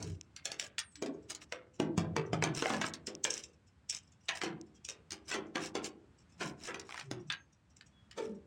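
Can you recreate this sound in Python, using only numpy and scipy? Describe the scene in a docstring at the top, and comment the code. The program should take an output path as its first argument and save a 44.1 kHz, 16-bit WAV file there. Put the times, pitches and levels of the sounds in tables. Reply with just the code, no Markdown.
"""Finches on a seed tray

Birds feed a hand's width from a microphone resting on their tray, in a quiet yard.
Beaks and feet crunch through seed (noise bursts), then strike the tray (fading noise and low, beating tones).
Husks, bills and loose seed click and crackle (filtered noise bursts); nibbling is softer noise.
Weight shifts hum (beating tones), dry ticks sound singly or rattle, and thin whistles (gliding sines) echo.
Behind them lies a faint yard rumble with a thin hiss (filtered noise)."""
import sys
import numpy as np
from scipy import signal
from scipy.fft import rfft, irfft, next_fast_len
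from scipy.io import wavfile
from scipy.ndimage import uniform_filter1d, map_coordinates

SR = 44100
rng = np.random.default_rng(int(sys.argv[2]) if len(sys.argv) > 2 else 0)


def wrap_up_sound(samples):
    """Save the sound to the file named by the first command line argument, as 16-bit audio."""
    columns = np.atleast_2d(samples).T
    # keep every value between -1 and 1, then stretch to whole-number steps
    tamed = np.clip(columns, -1, 1)
    steps = np.round(tamed * 32767).astype(np.int16)
    wavfile.write(sys.argv[1], SR, steps)


N = 373086  # length in samples

# Levels in the tables are starting levels: later filters and gains shape them further.
# Beaks striking through seed to the tray: [contact t/s, seed click level/dB, knock level/dB,
# tray boom level/dB, boom centre f/Hz, first contact over the ring level/dB]
PECKS = [(0.4546, -20.5, -38.5, -49, 655, 9), (0.5171, -27.5, -47, -54.5, 429, 13),
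         (0.5967, -22, -39, -52.5, 640, 9), (1.0234, -31.5, -46, -33, 426, 10),
         (1.3, -24.0, -48, -53.5, 329, 1.5), (1.5231, -35.5, -38.5, -45, 537, 14.5),
         (1.7997, -31.5, -39.5, -26.5, 294, 12.0), (1.9778, -25, -38.5, -25.5, 163.4, 10.5),
         (2.1646, -30.5, -33, -32.5, 439.6, 12.5), (2.331, -33, -38.0, -29.5, 158, 9),
         (2.4239, -30.5, -31, -34.5, 396, 12.5), (2.438, -22.5, -32.5, -33, 320, 9.5),
         (2.6226, -30, -33, -34.5, 482, 12), (2.657, -44.5, -30, -36, 750, 16),
         (2.7023, -34.5, -33.5, -32, 260.5, 12), (2.7357, -33.5, -34.5, -35, 208.7, 9),
         (2.8136, -24, -28.5, -38, 324.6, 6), (3.076, -36, -53.5, -39.5, 381, 0),
         (3.2495, -23.5, -33, -40, 520.0, 10.5), (4.2895, -28, -27, -41, 1007, 12),
         (4.4153, -30, -32, -45, 400, 9), (4.4352, -23, -37, -35, 334, 4),
         (4.8873, -27.5, -47.5, -52, 501, 7.5), (5.1193, -26.5, -50.5, -48.5, 337, 7.5),
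         (5.5556, -27, -31.5, -34.5, 332, 5), (5.7524, -28, -37, -34.5, 393, 7),
         (5.8433, -25.5, -51, -46.5, 352, 5), (6.7438, -35.5, -41, -50, 348, 10.5),
         (7.1126, -33, -47.5, -43.5, 291, 14.5)]
# Feet landing softly on seed: [contact t/s, seed click level/dB, knock level/dB,
# tray boom level/dB, boom centre f/Hz]
HOPS = [(0.0024, -39, -54.5, -41.5, 300), (5.3133, -23.5, -33, -42.5, 436.0),
        (5.3416, -25, -34.5, -34, 367), (6.4094, -30, -33.5, -35.5, 328.4), (6.68, -39.5, -34, -39.0, 450),
        (8.178, -31.5, -41.5, -34, 451)]
# Husks cracked in the beak or dropped on the pile: [t/s, click level/dB, clack level/dB]
SNAPS = [(0.0261, -31.5, -51), (0.3636, -35, -42.5), (0.7824, -30, -30), (0.7905, -20.5, -37),
         (0.9559, -42, -50.5), (1.061, -39.5, -46.0), (1.349, -32, -49), (2.9375, -31, -42.5),
         (3.072, -37, -41), (3.927, -34.5, -45.5), (4.2852, -35.5, -29), (5.107, -34, -42),
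         (5.659, -34, -47), (6.7964, -37, -47), (6.9969, -36.5, -42), (7.301, -38.5, -28.5),
         (7.3231, -36, -31), (7.8102, -53.5, -52), (8.112, -46, -47.5)]
# Loose seed pushed aside: [height of the push t/s, half length t/s, level/dB]
SHOVES = [(0.071, 0.066, -56.5), (0.644, 0.028, -46), (1.31, 0.014, -42.5), (1.426, 0.014, -49.5),
          (2.588, 0.028, -37), (2.696, 0.085, -41.5), (2.867, 0.023, -39), (3.356, 0.066, -47.5),
          (3.949, 0.034, -48.5), (4.369, 0.023, -43.5), (5.297, 0.0167, -44), (5.643, 0.039, -43.5),
          (5.861, 0.022, -43.5), (6.456, 0.042, -44), (6.661, 0.045, -46), (6.957, 0.075, -54.5),
          (8.236, 0.06, -58.5)]
# Tray humming as a bird shifts its weight: [height t/s, f/Hz at the height, level/dB]
SWAYS = [(0.095, 95, -40), (0.09, 165, -45), (0.07, 420, -51), (1.09, 270, -41), (1.92, 320, -39),
         (2.19, 158, -38), (2.37, 105, -41), (2.52, 150, -39.5), (4.52, 160, -46), (4.6, 340, -52),
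         (6.47, 165, -47), (7.16, 370, -47), (7.12, 130, -46), (7.25, 160, -50), (8.32, 205, -44)]
# The nearest bill clicking on the seed it turns: [t/s, level/dB]
BILL_CLICKS = [(2.5499, -30.5), (3.0698, -27), (3.2423, -19), (3.3052, -21.5), (3.3393, -28), (3.378, -31),
               (3.438, -34), (3.8982, -20.5), (3.948, -29.5), (3.967, -34), (4.8501, -31.5), (4.898, -30),
               (7.768, -47.5)]
# Dry ticks, very short and bright: [t/s, level/dB]
TICKS = [(0.2117, -33.5), (3.1512, -33), (4.6131, -40.5)]
# Faint whistles: [start t/s, length t/s, start f/Hz, end f/Hz, level/dB before the echo]
WHISTLES = [(0.8, 0.11, 9300, 8300, -58.5), (0.916, 0.12, 7950, 7630, -66.5),
            (4.748, 0.038, 3300, 3190, -73.5), (7.339, 0.11, 6450, 6340, -74),
            (7.922, 0.116, 3410, 3290, -72.5)]
# The tray's low modes (its natural tones): [f/Hz]
TRAY_MODES = [97.7, 160, 214, 308, 337.2, 393.5, 441.3, 512.4]
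# Time for tray and seed bed to fade by 60 dB: [f/Hz, fade t/s]
RING_FADE = [(100, 0.84), (350, 0.6), (750, 0.33), (3000, 0.19), (6000, 0.1)]
# Tone colour of a blow on the tray: [f/Hz, level/dB]
BLOW_COLOUR = [(35, 4), (85, 19.5), (600, 16), (1300, 9.5), (3000, 0.5), (4000, -5.5), (6200, -5.5),
               (8200, -13.5)]
# Tone colour of a breaking husk: [f/Hz, level/dB]
HUSK_COLOUR = [(200, -40), (1050, -7.5), (1600, 4.5), (2900, 3.5), (5300, 5), (7700, -2.5), (10500, -5.5)]
# Tone colour of shifting seed: [f/Hz, level/dB]
LOOSE_COLOUR = [(200, -5.5), (2000, 2.5), (4000, 0.5), (5800, 7), (7800, 0)]
# Tone colour of the rattle's ticks: [f/Hz, level/dB]
RATTLE_COLOUR = [(350, -12), (850, 9), (2400, 9), (6000, -8.5)]
# Resonances of a bill on seed, which also colour the dry ticks: [f/Hz, level/dB]
BILL_COLOUR = [(1400, -32.5), (2600, -4), (4400, -13), (5500, 7.5), (6850, 0), (7550, 1), (9500, -10.5)]
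# Tone colour of the yard, before its overall level is set: [f/Hz, level/dB]
YARD_COLOUR = [(25, -40.5), (70, 1), (190, -6.5), (420, -21), (1500, -24), (6000, -38)]
# How the microphone passes each pitch: [f/Hz, level/dB]
MICROPHONE = [(8000, 0.5), (10500, -13.5), (13500, -30), (15500, -17.5)]

YARD_DB = -66.5
CRUSH_S = 0.04  # length of the crunch before a blow
TOP_HZ = 16000  # a steep cut removes everything from here up
KNOCK_HZ, CLICK_HZ = 1700, 6500  # where the knock and the click lie
BLOW_DB, HOP_CONTACT_DB = -3.5, -6.5  # gain of blows except the boom tone; foot contact over the ring
BOOM_DB, BOOM_RISE_S, BOOM_DECAY_S = -3.5, 0.0075, 0.036  # the mode that answers most at the struck spot
BOOM_SAG = 0.2  # the boom starts sharp by this share and sinks to its centre
BUILD_CYCLES = 4  # build-up time of a tray mode in cycles, so the lowest come last
SNAP_RING_DB, SNAP_CLACK_DB, SNAP_CLICK_DB = -6.5, 4.5, 0.5  # weights of ring, clack and click
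RATTLE_S, RATTLE_GAP_S, RATTLE_DB = 6.891, 0.0173, -39.5  # start, average spacing, middle level
SWAY_S = 0.07  # half length of a hum
SWAY_SINK = 1.2  # the hum sinks by this many octaves a second as lower modes take over
BEAT_DEPTH, BEAT_RATE = 0.68, 65  # strength of the beating; random points a second


def amp(db):
    """Turn decibels into gain."""
    return 10 ** (np.asarray(db) / 20)


def unit(x):
    """Scale to an average strength (rms) of 1."""
    return x / np.sqrt(np.mean(x ** 2) + 1e-20)


def along(points, hz):
    """Read (f/Hz, value) points along a log pitch axis."""
    f, value = np.transpose(points)
    return np.interp(np.log(hz + 1), np.log(f + 1), value)


def wobble(rate, size):
    """Draw a smooth random curve with rate points a second."""
    points = rng.standard_normal(int(size * rate / SR) + 4)
    return map_coordinates(points, [np.arange(size) * rate / SR])


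def coloured(x, *spectra):
    """Filter a sound by the sum of (f/Hz, level/dB) curves, with no sound ahead of its cause."""
    m = 2 * next_fast_len(len(x) // 2 + 2048)
    hz = np.fft.rfftfreq(m, 1 / SR)
    gain = amp(sum(along(s, hz) for s in spectra))
    # folding the cepstrum gives the filter its earliest possible response
    cepstrum = irfft(np.log(gain))
    cepstrum[1:m // 2] *= 2
    cepstrum[m // 2 + 1:] = 0
    return irfft(rfft(x, m) * np.exp(rfft(cepstrum)), m)[:len(x)]


def add(track, s, sound):
    """Mix a sound into the track from time s, trimming what lies outside."""
    start = round(s * SR)
    part = sound[max(-start, 0):max(N - start, 0)]
    track[max(start, 0):][:len(part)] += part


def contact(t, life):
    """A hard touch: a brief crunch with one sharp push at its height."""
    u = 2 * t / life
    crunch = rng.standard_normal(len(t)) * (u * np.exp(-u)) ** 2
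    crunch /= np.linalg.norm(crunch)
    crunch[np.argmax(u >= 1)] += 0.7
    return crunch * np.sqrt(life * SR) / np.linalg.norm(crunch)


def dense_ring(t, speed):
    """Crowded upper modes and jostled seeds ring as noise; the treble dies first."""
    level_db = 2.7 * wobble(500, len(t))
    noise = unit(rng.standard_normal(len(t)) * amp(level_db))
    hz, s, z = signal.stft(noise, SR, nperseg=256)
    fade_db = -60 * s / along(RING_FADE, hz)[:, None]
    return signal.istft(z * amp(speed * fade_db), SR)[1][:len(t)]


def tray_modes(t, scatter_db):
    """The low modes build up and fade, in a new random mix for each strike."""
    hz = np.array(TRAY_MODES)
    strength = unit(amp(scatter_db * rng.standard_normal(len(hz))))
    gain = strength * rng.choice([-1, 1], len(hz))
    fade = np.exp(-np.log(1000) * t / along(RING_FADE, hz)[:, None])
    build = 1 - np.exp(-hz[:, None] * t / BUILD_CYCLES)
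    return gain @ (build * fade * np.sin(2 * np.pi * hz[:, None] * t))


def own_resonances(depth_db, count=80):
    """Each sound gets its own random peaks and gaps about an even level: (f/Hz, level/dB)."""
    hz = np.geomspace(400, TOP_HZ, count)
    power = amp(depth_db * np.clip(rng.standard_normal(count), -2, 2)) ** 2
    power /= uniform_filter1d(power, size=count // 7)
    power[0] = 1  # leaves the bass alone
    return list(zip(hz, 10 * np.log10(power)))


def after_crush(sound, rise, crush_db):
    """Seed gives way in a swelling noise crunch just before the sound."""
    before = np.arange(round(CRUSH_S * SR))[::-1] / SR
    crush = amp(crush_db) * rng.standard_normal(len(before)) * np.exp(-before / rise)
    return np.concatenate([crush, sound])


def beating(hz, swell):
    """Close modes make a swell waver in level and pitch; hz is given per sample."""
    waver = wobble(BEAT_RATE, len(hz)) + 1j * wobble(BEAT_RATE, len(hz))
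    swing = swell * (1 + BEAT_DEPTH * waver)
    swing *= np.linalg.norm(swell) / np.linalg.norm(swing)
    return np.imag(swing * np.exp(2j * np.pi * np.cumsum(hz) / SR))


def grains(rate, spread_db):
    """Scatter about rate impulses a second, very unequal in size, with rms 1."""
    hit = rng.random(N) < rate / SR
    return unit(hit * rng.standard_normal(N) * amp(spread_db * rng.standard_normal(N)))


def tray_blows(rows, crush_rise):
    """Each blow brushes the seed, hits bottom, and the tray rings."""
    out, t = np.zeros(N), np.arange(3 * SR // 4) / SR
    for s, click, knock, boom, boom_hz, contact_db in rows:
        upper = coloured(dense_ring(t, speed=0.83), [(380, -4.5), (700, 2.5)])
        touch = amp(contact_db) * contact(t, life=0.0021)
        blow = touch + upper + amp(-23.5) * tray_modes(t, scatter_db=2.5)
        blow = after_crush(blow, rise=crush_rise, crush_db=-3.5)
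        # the spot that is struck decides which of the low modes answer
        low = [(boom_hz / 5, boom - 25), (boom_hz / 2, boom - 8),
               (boom_hz, boom + 2), (boom_hz * 1.47, boom - 8)]
        force = low + [(KNOCK_HZ, knock), (CLICK_HZ, click)]
        spot = own_resonances(depth_db=5)
        add(out, s - CRUSH_S, amp(BLOW_DB) * coloured(blow, BLOW_COLOUR, force, spot))
        swell = (1 - np.exp(-t / BOOM_RISE_S)) * np.exp(-t / BOOM_DECAY_S)
        hz = boom_hz * (1 + BOOM_SAG * np.exp(-2 * t / BOOM_DECAY_S))
        add(out, s, amp(boom + BOOM_DB) * beating(hz, swell))
    return out


def yard():
    """Filtered noise makes a distant rumble and a thin hiss of air, slowly varying in level."""
    air = unit(coloured(rng.standard_normal(N), YARD_COLOUR))
    return amp(YARD_DB + 1.1 * wobble(2.5, N)) * air


def sways():
    """Shifting weight stirs close low modes: an uneven, sinking hum with no click."""
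    out, t = np.zeros(N), np.arange(SR // 2) / SR
    t = t - t.mean()
    for s, hz, db in SWAYS:
        sinking_hz = hz * 2 ** (-SWAY_SINK * t)
        swell = np.exp(-(t / SWAY_S) ** 2)
        add(out, s + t[0], amp(db) * beating(sinking_hz, swell))
    return out


def loose_seed():
    """Under feet and beaks, seeds of several sizes click against each other."""
    t = np.arange(N) / SR
    push_power = sum(amp(db) ** 2 * np.exp(-2 * ((t - s) / half) ** 2) for s, half, db in SHOVES)
    short, clicks = t[:SR // 10], np.zeros(N)
    for _ in range(10):  # ten different seed sounds
        tick = contact(short, life=0.0005) + amp(-17) * dense_ring(short, speed=1.3)
        tick = coloured(tick, LOOSE_COLOUR, own_resonances(depth_db=9))
        clicks += signal.fftconvolve(grains(rate=85, spread_db=1.5), tick)[:N]
    return np.sqrt(push_power) * unit(clicks)


def hops():
    """Feet are cushioned by the seed: mostly ring, little contact."""
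    return tray_blows([(*hop, HOP_CONTACT_DB) for hop in HOPS], crush_rise=0.0068)


def snaps():
    """A husk strains and breaks: bright, short, too light to move the tray."""
    out, t = np.zeros(N), np.arange(SR // 4) / SR
    for s, click, clack in SNAPS:
        crack = contact(t, life=0.0013) + amp(SNAP_RING_DB) * dense_ring(t, speed=1.32)
        crack = after_crush(crack, rise=0.0012, crush_db=-10)
        seed = own_resonances(depth_db=5)
        force = [(3600, clack + SNAP_CLACK_DB), (5500, click + SNAP_CLICK_DB)]
        add(out, s - CRUSH_S, coloured(crack, HUSK_COLOUR, force, seed))
    return out


def nibbling():
    """Bills rub softly on their seeds at random moments throughout."""
    out, t = np.zeros(N), np.arange(SR // 10) / SR
    for s in rng.uniform(0, N / SR, size=60):
        rub = after_crush(dense_ring(t, speed=1), rise=0.004, crush_db=0)
        seed = own_resonances(depth_db=7)
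        add(out, s, amp(rng.uniform(-8, 0)) * coloured(rub, BILL_COLOUR, seed))
    return amp(-79.5) * unit(out)


def ticks():
    """Dry ticks: very short, bright clicks with no ring."""
    out, t = np.zeros(N), np.arange(SR // 10) / SR
    for s, db in TICKS:
        add(out, s, amp(db) * coloured(contact(t, life=0.00086), BILL_COLOUR))
    return out


def pecks():
    """A beak lands hard: crunching seed, a sharp contact, then the ring."""
    return tray_blows(PECKS, crush_rise=0.0037)


def whistles():
    """Faint, nearly pure calls glide down and echo between fence and house."""
    out = np.zeros(N)
    for s, length, start_hz, end_hz, db in WHISTLES:
        u = np.linspace(0, 1, int(length * SR))
        hz = start_hz + (end_hz - start_hz) * u
        swell = np.sqrt(np.abs(np.sin(np.pi * u)))
        add(out, s, amp(db) * swell * np.sin(2 * np.pi * np.cumsum(hz) / SR))
    t = np.arange(SR // 2) / SR
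    echo = rng.standard_normal(len(t)) * np.exp(-t / 0.063)
    return out + 0.55 * signal.fftconvolve(out, echo / np.linalg.norm(echo))[:N]


def bill_clicks():
    """The seed slips, then the bill shuts on it: high and dry, around the same few resonances."""
    out, t = np.zeros(N), np.arange(SR // 10) / SR
    for s, db in BILL_CLICKS:
        click = contact(t, life=0.0014) + amp(-9) * dense_ring(t, speed=1)
        click = after_crush(click, rise=0.0025, crush_db=-5.5)
        click = coloured(click, BILL_COLOUR, own_resonances(depth_db=4))
        add(out, s - CRUSH_S, amp(db) * click)
    return out


def rattle(count):
    """A quick, uneven run of differing dry ticks, perhaps a claw slipping along the rim."""
    out, t = np.zeros(N), np.arange(SR // 10) / SR
    for k, (late, louder) in enumerate(rng.standard_normal((count, 2))):
        tick = contact(t, life=0.0013) + amp(-15) * dense_ring(t, speed=1.3)
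        tick = coloured(tick, RATTLE_COLOUR, own_resonances(depth_db=5))
        s = RATTLE_S + k * RATTLE_GAP_S + 0.0018 * late
        add(out, s, amp(RATTLE_DB + 2 * louder) * tick)
    return out


def scene():
    """Mix everything as heard from the edge of the tray."""
    tray = sways() + hops() + pecks() + rattle(count=8)
    seed = loose_seed() + snaps() + nibbling() + bill_clicks()
    return (yard() + tray + seed + ticks() + whistles())[None]


def record(dry):
    """The microphone dulls the top; a separate steep cut removes everything from 16 kHz up."""
    m = next_fast_len(N + SR // 2)
    heard = coloured(dry[0], MICROPHONE)
    kept = np.fft.rfftfreq(m, 1 / SR) < TOP_HZ
    return irfft(rfft(heard, m) * kept, m)[None, :N]


dry = scene()
out = record(dry)
wrap_up_sound(out)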